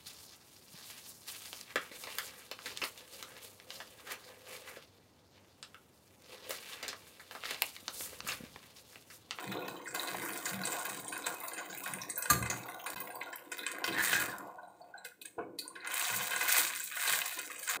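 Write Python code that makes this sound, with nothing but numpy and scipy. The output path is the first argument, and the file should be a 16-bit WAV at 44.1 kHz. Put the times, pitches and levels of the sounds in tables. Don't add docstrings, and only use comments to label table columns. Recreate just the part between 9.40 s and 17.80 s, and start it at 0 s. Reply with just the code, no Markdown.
import sys
import numpy as np
from scipy import signal
from scipy.fft import rfft, irfft
from scipy.io import wavfile
from scipy.ndimage import uniform_filter1d

SR = 44100
rng = np.random.default_rng(int(sys.argv[2]) if len(sys.argv) > 2 else 0)


def unload_wav(signal):
    wavfile.write(
        sys.argv[1],
        SR,
        np.round(np.clip(np.atleast_2d(signal).T, -1, 1) * 32767).astype(np.int16),
    )


N = 370440
CLOCK_S = np.arange(0, N / SR, .001)

# (frequency [Hz], relative density [dB per Hz])
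SIZZLE_SPECTRUM = [(590, -42.5), (1000, 0), (1320, 0.5), (1590, -1.5), (1750, -0.5), (2500, -3),
                   (2740, -10.5), (3120, -7), (5190, -10), (8260, -5.5), (10800, -12), (14900, -5.5),
                   (16000, 3.5)]


def undb(db):
    return 10 ** (np.asarray(db) / 20)


def unit(x):
    return x / np.sqrt(np.mean(x ** 2))


def band(x, hz, width):
    hz = min(hz, .42 * SR)
    return signal.lfilter(*signal.iirpeak(hz, hz / width, fs=SR), x)


def walk(rate):
    k = int(SR / rate)
    held = np.repeat(rng.standard_normal(N // k + 1), k)
    return uniform_filter1d(held, k // 2)[:N]


def add(out, s, x):
    i = int(s * SR)
    out[i:i + len(x)] += x[:N - i]


def late(x, s):
    k = int(round(s * SR))
    return np.concatenate([np.zeros(k), x[:-k]])


def fade(t60, length_s=.5):
    return np.exp(-np.log(1000) * np.arange(int(length_s * SR)) / SR / t60)


def colour(x, spectrum, lo_hz, hi_hz):
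    hz, db = np.transpose(spectrum)
    f = np.arange(1, N // 2 + 2) * SR / N
    edges = 1 / np.sqrt((1 + (lo_hz / f) ** 10) * (1 + (f / hi_hz) ** 10))
    shape = undb(np.interp(np.log(f), np.log(hz), db)) * edges
    return irfft(rfft(x) * shape, N)


def swell(s, hold_s, rise_db_s, fall_db_s):
    t = CLOCK_S - s
    down_db = rise_db_s * np.maximum(-t, 0) + fall_db_s * np.maximum(t - hold_s, 0)
    return undb(-2 * down_db)


def gain(power):
    return np.interp(np.arange(N) / SR, CLOCK_S, np.sqrt(power))


def wok(x, ring_db):
    # (frequency [Hz], width [Hz], level before ring_db [dB])
    steel_modes = [(498.7, 24, -5.5), (724, 31, -10), (1071, 140, -6.5), (1491, 80, -1), (1620, 55, 0),
                   (1840, 36, -4.5), (2047, 38, -0.5), (2521, 66, -2), (3104, 80, -11.5), (3836, 210, -8),
                   (4614, 29, -6), (5680, 60, -26), (6910, 530, -19), (8220, 940, -17.5),
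                   (9300, 340, -12.5), (9850, 150, -29.5), (10200, 34, -18.5), (11350, 210, -24.5),
                   (12200, 240, -23.5), (14800, 530, -15.5)]
    ring = sum(undb(db) * band(x, f, w) for f, w, db in steel_modes)
    return x + undb(ring_db) * ring


def crackle(rate, scatter_db, tail_s):
    over_db = np.minimum(scatter_db * rng.exponential(size=N), 9)
    sizes = (rng.random(N) < rate / SR) * undb(over_db)
    tails = signal.lfilter([1], [1, -np.exp(-1 / (tail_s * SR))], sizes)
    return unit(tails * rng.standard_normal(N))


def pops(rate, scatter_db, tail_s):
    centres_hz = 1500 * 2 ** np.arange(0, 3.5, .4)
    return unit(sum(band(crackle(rate, scatter_db, tail_s), hz, 0.35 * hz) for hz in centres_hz))


def patchy_hiss(spread_db, rate):
    out = np.zeros(N)
    for hz in 900 * 2 ** np.arange(0, 4.3, .2):
        narrow = unit(band(rng.standard_normal(N), hz, .15 * hz))
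        out += np.sqrt(hz) * undb(spread_db * walk(rate)) * narrow
    return unit(out)


def pan_levels():
    # (time [s], sizzle [dB], body of the sizzle [dB], small bubbles [dB], large bubbles [dB])
    simmer = [(0.0, -45.5, -49.5, -47, -56), (0.199, -46.5, -49.5, -47.5, -49.5),
              (0.534, -46, -50.5, -48.5, -56.5), (0.555, -44, -48, -44, -50.5),
              (1.101, -40.5, -46, -48.5, -56.5), (1.24, -45, -49, -49, -59), (1.26, -39, -48, -44, -55),
              (1.7, -45, -49.5, -47.5, -56.5), (2.17, -47, -51.5, -47.5, -57.5),
              (2.5, -44, -50.5, -48.5, -58.5), (2.85, -49.5, -51, -48.5, -71),
              (3.099, -48.5, -49, -46.5, -56.5), (3.359, -45.5, -51.5, -47.5, -57.5),
              (3.819, -47, -59.5, -48.5, -58.5), (3.97, -48.5, -55.5, -49.5, -61),
              (4.45, -52.5, -48.5, -48, -55.5), (5.05, -57, -53.5, -46.5, -58), (5.3, -55.5, -72, -50, -67),
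              (5.5, -56.5, -63, -51, -66), (5.599, -62, -54.5, -48, -78), (5.78, -87, -78.5, -67.5, -78),
              (6.15, -84, -78, -56.5, -60.5), (6.42, -80.5, -55.5, -53.5, -61),
              (6.56, -34.5, -36.5, -48.5, -64.5), (6.9, -53, -46.5, -48.5, -64.5),
              (7.3, -42.5, -44, -53.5, -64), (7.459, -41, -53.5, -61, -71), (7.52, -51, -44, -51.5, -69),
              (8.0, -47, -54, -52.5, -80), (8.4, -38.5, -38.5, -45.5, -77)]
    # (time [s], hold [s], sizzle [dB], body [dB], small bubbles [dB],
    # rise [dB/s], fall [dB/s])
    strokes = [(4.637, 0.11, -31, -38, -70, 163.5, 83.5), (6.609, 0.086, -31, -46, -50, 169, 35.5),
               (7.13, 0.063, -25, -34, -43, 87, 111.5), (7.695, 0.02, -28, -37, -45, 84.5, 51)]
    # (time [s], sizzle [dB], body [dB], small bubbles [dB])
    flares = [(1.083, -36.5, -53, -54), (1.866, -33.5, -37.5, -38.5), (2.463, -46, -44, -42),
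              (2.902, -29, -32, -34.5), (3.109, -47, -44.5, -65), (3.467, -45, -39.5, -50.5),
              (4.118, -45.5, -44, -60), (4.21, -50, -56, -58), (4.278, -40.5, -42, -66),
              (4.45, -37.5, -52, -56), (5.649, -43.5, -61.5, -63), (5.818, -49, -56.5, -68),
              (5.855, -49, -51, -75.5), (5.986, -78, -46, -37.5), (6.189, -42.5, -74, -85),
              (8.299, -30, -37, -49)]
    # (time [s], level [dB])
    glugs = [(0.0, -49), (0.17, -46), (0.56, -60), (0.79, -50.5), (1.26, -54), (1.85, -59.5), (2.53, -54.5),
             (2.66, -52.5), (2.92, -43), (3.04, -55), (4.21, -57), (4.33, -49), (4.49, -51), (4.65, -60),
             (4.77, -54), (5.8, -59), (5.99, -49), (6.359, -57), (6.62, -65.5), (6.83, -73.5), (6.95, -56),
             (7.159, -55.5), (7.7, -61), (7.979, -55), (8.09, -59.5), (8.378, -52.5)]
    s, *columns = np.transpose(simmer)
    power = np.array([undb(2 * np.interp(CLOCK_S, s, db)) for db in columns])
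    for s, hold_s, *db, rise, fall in strokes:
        power[:3] += undb(db)[:, None] ** 2 * swell(s, hold_s, rise, fall)
    for s, *db in flares:
        power[:3] += undb(db)[:, None] ** 2 * swell(s, 0, rise_db_s=2493.5, fall_db_s=265.5)
    for s, db in glugs:
        power[-1] += undb(db) ** 2 * swell(s, 0, rise_db_s=496, fall_db_s=85)
    return np.array([gain(p) for p in power])


def pan():
    # (frequency [Hz], relative density [dB per Hz])
    bubble_spectrum = [(120, -32.5), (200, 4), (241, -11.5), (284, 2), (406, -8.5), (490, 0), (1060, -10.5),
                       (1310, -11.5), (1400, -1.5), (1820, -33.5), (3080, -120)]
    seam_hz = 3000
    levels = pan_levels()
    heat_db = np.clip(20 * np.log10(levels[0]) + 35.0, -15, 5)
    drowned_db = 0.444 * heat_db

    shares = [undb(-0.28 * heat_db) * undb(1.0), undb(0.6), undb(-4.5)]
    parts = [crackle(300, 4.2, 0.00026), pops(40, 3.7, 0.013), patchy_hiss(spread_db=2.5, rate=9)]
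    fizz = sum(g * x for g, x in zip(shares, parts)) / np.sqrt(sum(g ** 2 for g in shares))
    treble = unit(wok(colour(fizz, SIZZLE_SPECTRUM, seam_hz, 22000), 8.0 - drowned_db))
    body = unit(wok(colour(fizz, SIZZLE_SPECTRUM, 1060, seam_hz), 2.0 - drowned_db))

    blubs = crackle(200, 0.99, 0.009) + undb(3.5) * rng.standard_normal(N)
    small = unit(wok(colour(blubs, bubble_spectrum, 693, 1250), 15) * undb(1.6 * walk(30)))
    large = unit(colour(blubs, bubble_spectrum, 355, 355)) * undb(2.0 * walk(11))
    return np.sum(levels * [treble, body, small, large], axis=0)


def rumble():
    # (time [s], hold [s], level [dB])
    low_bumps = [(0.08, 0.026, -45.5), (0.264, 0.042, -54), (0.492, 0.015, -62.5), (0.74, 0.082, -52),
                 (1.128, 0.039, -47.5), (1.498, 0.14, -57), (1.887, 0.014, -60.5), (2.31, .01, -57),
                 (2.51, 0.036, -48.5), (2.932, 0.0087, -45), (3.052, 0.14, -53), (3.556, 0.0077, -57.5),
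                 (4.51, 0.023, -47.5), (4.7, 0.2, -51.5), (6.014, 0.043, -60), (6.747, 0.04, -52.5),
                 (7.705, 0.029, -60)]
    floor_db = -71
    hum = np.zeros(N)
    for hz, width, db in [(74, 20, -5.0), (123.2, 22, 4.5), (188.0, 18, 8)]:
        hum += undb(db) * band(rng.standard_normal(N), hz, width)
    hum = band(hum, 175, 120) * undb(2.0 * walk(13))
    bumps = sum(undb(db) ** 2 * swell(s, hold_s, rise_db_s=391, fall_db_s=102.5)
                for s, hold_s, db in low_bumps)
    return gain(undb(floor_db) ** 2 + bumps) * unit(hum)


def burner_hiss():
    return undb(-57.5) * unit(colour(rng.standard_normal(N), SIZZLE_SPECTRUM, 300, 20000))


def still_air():
    return undb(-74.5) * unit(band(rng.standard_normal(N), 98, 230))


def spits():
    # (time [s], level before the final trim [dB], brightest frequency [Hz],
    # relative level of the body [dB], decay t60 [s])
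    spit_events = [(0.0, -41, 3700, -5.5, 0.098), (0.124, -24, 3700, -21.5, 0.06),
                   (0.171, -23.5, 3910, -24, 0.042), (0.217, -31.5, 3500, -12.5, 0.066),
                   (0.2612, -27, 3180, -24, 0.05), (0.2821, -23, 3800, -9, 0.027),
                   (0.4796, -26.5, 7600, -19, 0.14), (0.5477, -19.5, 7540, -9, 0.091),
                   (0.5601, -23.5, 3900, 0, 0.014), (0.596, -15.5, 3860, -34.5, 0.036),
                   (0.6747, -26, 4030, -3.5, 0.1), (0.851, -24, 14240, -12, 0.035),
                   (0.924, -28.5, 9740, -31.5, 0.11), (0.9747, -27, 8050, -22, 0.13),
                   (1.056, -12, 7190, -19, 0.045), (1.2355, -20, 4520, -14, 0.078),
                   (1.2532, -15, 8200, -35, 0.064), (1.272, -17, 8400, -10, 0.08),
                   (1.3201, -20, 7800, -11, 0.15), (1.394, -20, 8240, -56, 0.031),
                   (1.422, -26.5, 7100, -14, 0.037), (1.4523, -19, 15100, -9.5, 0.042),
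                   (1.4911, -24.5, 8300, -17, 0.12), (1.646, -23, 8200, -17, 0.05),
                   (1.681, -24, 8800, -25, 0.11), (1.724, -26, 9500, -7, 0.16),
                   (1.7649, -27.5, 8800, -3, 0.039), (1.8419, -22, 3900, -21, 0.1),
                   (1.8675, -16, 8100, -10, 0.049), (2.0022, -24.5, 14100, -14.5, 0.056),
                   (2.035, -26.5, 14800, -12, 0.26), (2.0826, -16, 9530, -22, 0.022),
                   (2.1345, -25, 9000, -11, 0.14), (2.1781, -26, 6800, -5.5, 0.15),
                   (2.2987, -26, 7020, -10.5, 0.19), (2.383, -26.5, 15040, -47, 0.052),
                   (2.439, -30, 9200, -21, 0.074), (2.5364, -16, 9060, -23.5, 0.025),
                   (2.617, -19, 5720, -29.5, 0.098), (2.699, -12.5, 8460, -38.5, 0.057),
                   (2.7576, -19.5, 8040, -27.5, 0.075), (2.7779, -16, 14800, -19, 0.096),
                   (2.8252, -18, 8180, -18, 0.13), (2.8574, -25.5, 8630, -3.5, 0.033),
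                   (2.9023, -7, 13630, -37.5, 0.093), (3.026, -21.5, 8530, -4, 0.037),
                   (3.0609, -21.5, 7940, -7, 0.049), (3.1001, -12.5, 6530, -18, 0.1),
                   (3.4618, -27, 9500, -4.5, 0.14), (3.5601, -33, 14800, 1, 0.14),
                   (3.6026, -20.5, 14800, -12.5, 0.077), (3.703, -30, 9500, -5.5, 0.089),
                   (3.7551, -25, 14800, -10.5, 0.038), (3.8125, -31.5, 2750, 0, 0.072),
                   (3.929, -28.5, 8030, -3.5, 0.068), (3.9587, -23.5, 12500, -32, 0.046),
                   (4.1184, -16, 7540, -14.5, 0.058), (4.1907, -17.5, 3600, -18, 0.074),
                   (4.233, -28, 3680, 0, 0.04), (4.2654, -17.5, 8200, -6.5, 0.032),
                   (4.317, -26.5, 8700, -32, 0.042), (4.386, -33, 14100, -11, 0.051),
                   (4.4419, -11.5, 5300, -10, 0.042), (4.477, -12.5, 3100, -11.5, 0.077),
                   (4.5252, -22.5, 3940, -8, 0.15), (4.595, -27, 3930, 0, 0.1),
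                   (4.6103, -22, 4050, -28, 0.071), (4.7299, -11, 3170, -6, 0.044),
                   (5.074, -34, 14460, -5.5, 0.041), (5.5786, -31.5, 7920, -10, 0.052),
                   (5.6481, -30.5, 7940, 1, 0.074), (5.8155, -22, 3200, -17, 0.024),
                   (5.8559, -21, 8470, -19, 0.026), (5.9873, -43.5, 2810, -7.5, 0.086),
                   (6.1874, -18, 4400, -20, 0.025), (6.189, -24.5, 11400, -36, 0.096),
                   (6.1945, -23, 4490, -27, 0.062), (6.279, -27, 9020, -34, 0.04),
                   (6.355, -36, 3200, -1.5, 0.12), (6.4732, -23, 8850, -8, 0.066),
                   (6.5156, -24.5, 3070, -18, 0.19), (6.542, -19, 11200, -25, 0.046),
                   (6.595, -18, 8300, -34, 0.12), (6.7013, -20, 8000, -5.5, 0.06),
                   (6.7373, -28, 8460, -1, 0.1), (6.808, -21, 3130, -6.5, 0.073),
                   (6.9079, -22.5, 3160, -7.5, 0.53), (6.9621, -13.5, 8050, -9, 0.026),
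                   (7.01, -29.5, 8400, 6.5, 0.18), (7.36, -25.5, 8750, -15, 0.1),
                   (7.403, -21.5, 7600, -12, 0.083), (7.439, -21.5, 14800, -45, 0.049),
                   (7.6104, -18, 8300, -15, 0.067), (7.676, -17.5, 8300, -8.5, 0.13),
                   (7.857, -24, 7700, -12.5, 0.1), (7.9897, -16, 8050, -12, 0.044),
                   (8.1611, -29.5, 8150, -15, 0.055), (8.229, -23, 9000, -26, 0.092),
                   (8.2771, -16, 7900, -9.5, 0.023), (8.2897, -13.5, 7150, -22.5, 0.14)]
    wall_echo_s, wall_echo_db = .00044, -2.5
    out = np.zeros(N)
    for s, db, hz, body_db, t60 in spit_events:
        shape = fade(t60, length_s=.3) + undb(7.5) * fade(0.0017, length_s=.3)
        burst = rng.standard_normal((2, len(shape))) * shape
        bright = band(band(burst[0], hz, 0.22 * hz), hz, 0.96 * hz)
        bright = bright + undb(-18.5) * np.diff(burst[0], prepend=0)
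        cycles = max(round(wall_echo_s * hz), 1)
        bright = bright + undb(wall_echo_db) * late(bright, cycles / hz)
        body = undb(body_db + 8) * band(burst[1], 1300, 2100)
        add(out, s, undb(db - 3) * (bright + body))
    return undb(-12.5) * wok(out, 14.0)


def bursts():
    # (time [s], peak level [dB], brightest frequency [Hz])
    burst_events = [(0.124, -36.5, 1520), (0.279, -34, 705), (0.474, -33, 1490), (0.745, -28, 730),
                    (0.859, -35.5, 950), (1.11, -32, 1470), (1.129, -42, 1050), (1.349, -33, 705),
                    (1.901, -39, 1450), (2.036, -37, 2060), (2.084, -39.5, 1580), (2.115, -34, 1620),
                    (2.328, -41, 1500), (2.371, -42, 1540), (2.461, -27.5, 1640), (2.536, -33, 1990),
                    (2.617, -42.5, 2540), (2.649, -45, 728), (3.26, -41.5, 716), (3.398, -33.5, 2080),
                    (3.673, -33.5, 2050), (3.983, -42.5, 2530), (6.447, -32, 1610), (6.614, -26.5, 2450),
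                    (6.659, -37, 1630), (6.934, -24.5, 1620), (7.06, -29, 1600), (7.092, -21.5, 1500),
                    (7.501, -38, 2000), (7.569, -26.5, 1530), (7.632, -30, 1630), (7.66, -24.5, 1520),
                    (7.693, -28, 1680), (7.734, -20.5, 1630), (7.788, -30, 1620), (7.817, -23, 2560),
                    (7.922, -38.5, 1540), (8.101, -31, 1380), (8.158, -39, 2520)]
    out = np.zeros(N)
    for s, db, hz in burst_events:
        noise = fade(.04, length_s=.3) * rng.standard_normal(int(.3 * SR))
        burst = wok(band(noise, hz, 0.36 * hz), 3.8)
        add(out, s, undb(db) * burst / np.abs(burst).max())
    return out


def cracks():
    # (time [s], level before the wok rings along [dB])
    crack_events = [(0.5483, -20.5), (0.8595, -31.5), (0.944, -30), (0.9756, -23.5), (1.7776, -25.5),
                    (1.9457, -30.5), (2.0831, -27), (2.376, -26), (2.4386, -24), (2.4771, -25.5),
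                    (2.5364, -27.5), (2.8241, -20), (3.1013, -26), (3.174, -31), (3.5026, -22),
                    (3.9601, -34.5), (4.1828, -26), (4.3166, -26.1), (4.7996, -19), (4.9837, -26.5),
                    (5.6513, -30.5), (5.819, -31.5), (6.473, -34), (6.518, -25), (6.5419, -18),
                    (6.5962, -18.5), (6.9088, -22), (7.125, -7), (7.1848, -11.5), (7.351, -27),
                    (7.3605, -26.5), (7.449, -27), (7.5473, -32.5), (7.8593, -20.5), (8.1924, -26.5),
                    (8.198, -30)]
    out = np.zeros(N)
    for s, db in crack_events:
        noise = rng.standard_normal(int(.03 * SR))
        spray = undb(-14) * fade(0.018, length_s=.03) * np.diff(noise, prepend=0)
        spray[:4] = [1, .2, -.8, -.4]
        add(out, s, undb(db) * spray)
    return wok(out, -1.5)


def bowl():
    # (time [s], level before the ring and rattle shares [dB])
    landing = [(2.899, -11.5)]
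    # (frequency [Hz], relative level [dB], t60 that sets the mode width [s])
    bowl_modes = [(1200, 7, 0.44), (1610, 7.5, 0.16), (4300, 4, 0.22), (6570, 8.5, 0.088), (7540, 1, 0.11),
                  (7600, -2, 0.29), (8300, -8, 0.24), (9500, -2.5, 0.13), (10840, -10, 0.14),
                  (12000, -2, 0.16), (13100, 0, 0.11)]
    out = np.zeros(N)
    (s, db), = landing
    t = np.arange(int(.5 * SR)) / SR
    attack = np.minimum(t / 0.0019, 1) ** 2
    rattle = attack * fade(0.086) * rng.standard_normal(len(t))
    modes = [band(rattle, f, 12 / t60) for f, _, t60 in bowl_modes]
    ring = sum(undb(g) * m / np.abs(m).max() for m, (_, g, _) in zip(modes, bowl_modes))
    add(out, s, undb(db) * (undb(-16.5) * ring + undb(-31.5) * rattle))
    return out


def knocks():
    # (time [s], thud peak [dB], thud frequency [Hz], thud t60 [s],
    # woody ring relative to the thud [dB], worktop ring [dB])
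    knock_events = [(2.909, -25.5, 134, 0.089, -15.5, -38), (3.012, -47, 152, 0.082, 2, -39),
                    (4.479, -37, 305, 0.5, -7, -65), (5.981, -37, 442, 0.48, -1, -67),
                    (6.711, -54, 109, 0.24, -20, -57)]
    # (frequency [Hz], relative level [dB], t60 [s])
    worktop_modes = [(78.5, -3, .25), (120, 5, 0.43), (191, -1, 0.28)]
    out, t = np.zeros(N), np.arange(int(.5 * SR)) / SR
    worktop = sum(undb(g) * fade(t60) * np.sin(2 * np.pi * f * t) for f, g, t60 in worktop_modes)
    wood = fade(0.15) * (np.sin(2 * np.pi * 690 * t) + np.sin(2 * np.pi * 470 * t))
    for s, db, hz, t60, wood_db, worktop_db in knock_events:
        thud = band(band(fade(t60) * rng.standard_normal(len(t)), hz, 0.25 * hz), hz, 2.1 * hz)
        blow = thud / np.abs(thud).max() + undb(wood_db) * wood
        add(out, s, undb(db) * blow + undb(worktop_db) * worktop)
    return out


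def drips():
    # (time [s], peak level [dB], frequency [Hz])
    drop_events = [(3.8127, -30.5, 2080), (3.927, -33.5, 1730), (4.982, -43.5, 1420), (5.08, -53.5, 3050),
                   (5.15, -49, 736), (5.23, -44, 704), (5.405, -43, 698), (5.425, -51, 940),
                   (5.545, -42.5, 797), (5.185, -39.5, 1477), (5.2309, -44, 1460), (5.231, -45.5, 3840),
                   (5.277, -45.5, 8800), (5.416, -48.5, 4550), (5.484, -50, 2560), (5.44, -51, 3530),
                   (5.5385, -40.5, 1480), (5.554, -47, 1520), (5.578, -45.5, 4000), (5.653, -51, 1460),
                   (5.612, -49.5, 1550), (5.679, -49.5, 1460), (5.715, -42.5, 1470), (5.735, -52, 1480),
                   (6.188, -31.5, 4220), (6.03, -51, 2220), (6.214, -44.5, 1490), (6.27, -46, 1470),
                   (6.3, -46, 1070), (6.331, -50, 2030), (6.358, -36, 1560), (6.404, -44, 4100)]
    out = np.zeros(N)
    for s, db, hz in drop_events:
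        noise = fade(0.046) * rng.standard_normal(int(.5 * SR))
        fizz = band(band(noise, hz, 0.065 * hz), hz, 0.3 * hz)
        add(out, s, undb(db) * fizz / np.abs(fizz).max())
    return out


def scrape():
    # (time [s], ring frequency [Hz], level [dB])
    drag = [(4.537, 1759, -67), (4.581, 1733, -34), (4.664, 1751, -43), (4.761, 1689, -34.5),
            (4.828, 1490, -42), (4.931, 1468, -58.5), (5.0, 1457, -49)]
    s, hz, db = np.transpose(drag)
    t = np.arange(N) / SR
    phase = 2 * np.pi * np.cumsum(np.interp(t, s, hz)) / SR
    grip = [unit(uniform_filter1d(crackle(180, 1.4, 0.00095), int(.0017 * SR))) for _ in range(2)]
    ring = grip[0] * np.sin(phase) + grip[1] * np.cos(phase)
    return undb(np.interp(t, s, db, left=-120, right=-120)) * ring


def slips():
    # (time [s], starting level [dB], ring frequency [Hz])
    slip_events = [(4.55, -32, 1780), (4.565, -27, 1830), (4.5938, -21, 1690), (4.6088, -22, 1740),
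                   (4.6727, -27, 1860), (4.695, -28, 1840), (4.7137, -26, 1750), (4.7317, -25, 1665),
                   (4.754, -23, 1586), (4.787, -24, 1660), (4.8118, -27, 1450), (4.893, -33, 1730),
                   (4.927, -36, 1530)]
    out, t = np.zeros(N), np.arange(int(.5 * SR)) / SR
    for s, db, hz in slip_events:
        add(out, s, undb(db) * fade(0.044) * np.sin(2 * np.pi * hz * t))
    return out


def kitchen_echo(hits):
    tail = fade(0.38) * rng.standard_normal(int(.5 * SR))
    tail[:int(.004 * SR)] = 0
    echo = signal.fftconvolve(hits, tail / np.sqrt(np.sum(tail ** 2)))[:N]
    return undb(-8.5) * echo


def scene():
    rim_echo_s, rim_echo_db = .00198, -8
    fat = spits() + cracks()
    hits = fat + undb(rim_echo_db) * late(fat, rim_echo_s)
    hits = hits + bursts() + bowl() + knocks() + drips() + scrape() + slips()
    steady = pan() + rumble() + burner_hiss() + still_air()
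    return (steady + hits + kitchen_echo(hits))[None]


def suppress(x, over_db, cling_db, memory_s, ceiling_db, floor_db, release_s, depth_db, size=512):
    hop = size // 4
    hz, _, spec = signal.stft(x, SR, nperseg=size, noverlap=size - hop)
    power = uniform_filter1d(np.abs(spec) ** 2, size=4, axis=1)
    db = 10 * np.log10(power + 1e-18)
    usual = np.median(db, axis=1, keepdims=True)
    forget = np.exp(-hop / (memory_s * SR))
    recent = usual + signal.lfilter([1 - forget], [1, -forget], db - usual, axis=1)
    rise_db = db - np.clip(recent, usual + floor_db, usual + ceiling_db)
    is_open, drop = np.ones(db.shape), hop / (release_s * SR)
    for i in range(1, db.shape[1]):
        was = is_open[:, i - 1]
        opens = rise_db[:, i] > over_db - cling_db * (was == 1)
        is_open[:, i] = np.maximum(opens, was - drop)
    depth = depth_db * np.clip(hz / 1200, .3, 1)[:, None]
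    return signal.istft(spec * undb(-depth * (1 - is_open)), nperseg=size, noverlap=size - hop)[1][:N]


def record(dry):
    # (frequency [Hz], width [Hz], gain [dB])
    response = [(1352, 81, -14.5), (2253, 77, 0), (2670, 170, 0.5), (1730, 68, -2), (3240, 240, -3),
                (5330, 1100, -2), (10500, 270, 0)]
    dropout_s, dropout_length_s = 3.547, 0.011
    murmur_s, murmur_hz = 8.371, 600
    x = signal.sosfilt(signal.butter(5, 56, "high", fs=SR, output="sos"), dry[0])
    for hz, width, db in response:
        x = x - (1 - undb(db)) * band(x, hz, width)
    x = suppress(x, over_db=4.5, cling_db=5.0, memory_s=1.0, ceiling_db=-0.63, floor_db=-10.5,
                 release_s=0.19, depth_db=18)

    t = np.arange(N) / SR - dropout_s
    x = x * np.clip(np.maximum(-t, t - dropout_length_s) / 0.00032, .01, 1)

    cut = int(murmur_s * SR)
    murmur = signal.sosfilt(signal.butter(3, murmur_hz, fs=SR, output="sos"), x)
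    x[cut:] = murmur[cut:] + .015 * x[cut:]
    return signal.sosfilt(signal.ellip(10, .2, 60, 15520, fs=SR, output="sos"), x)[None]


dry = scene()
out = record(dry)
unload_wav(out)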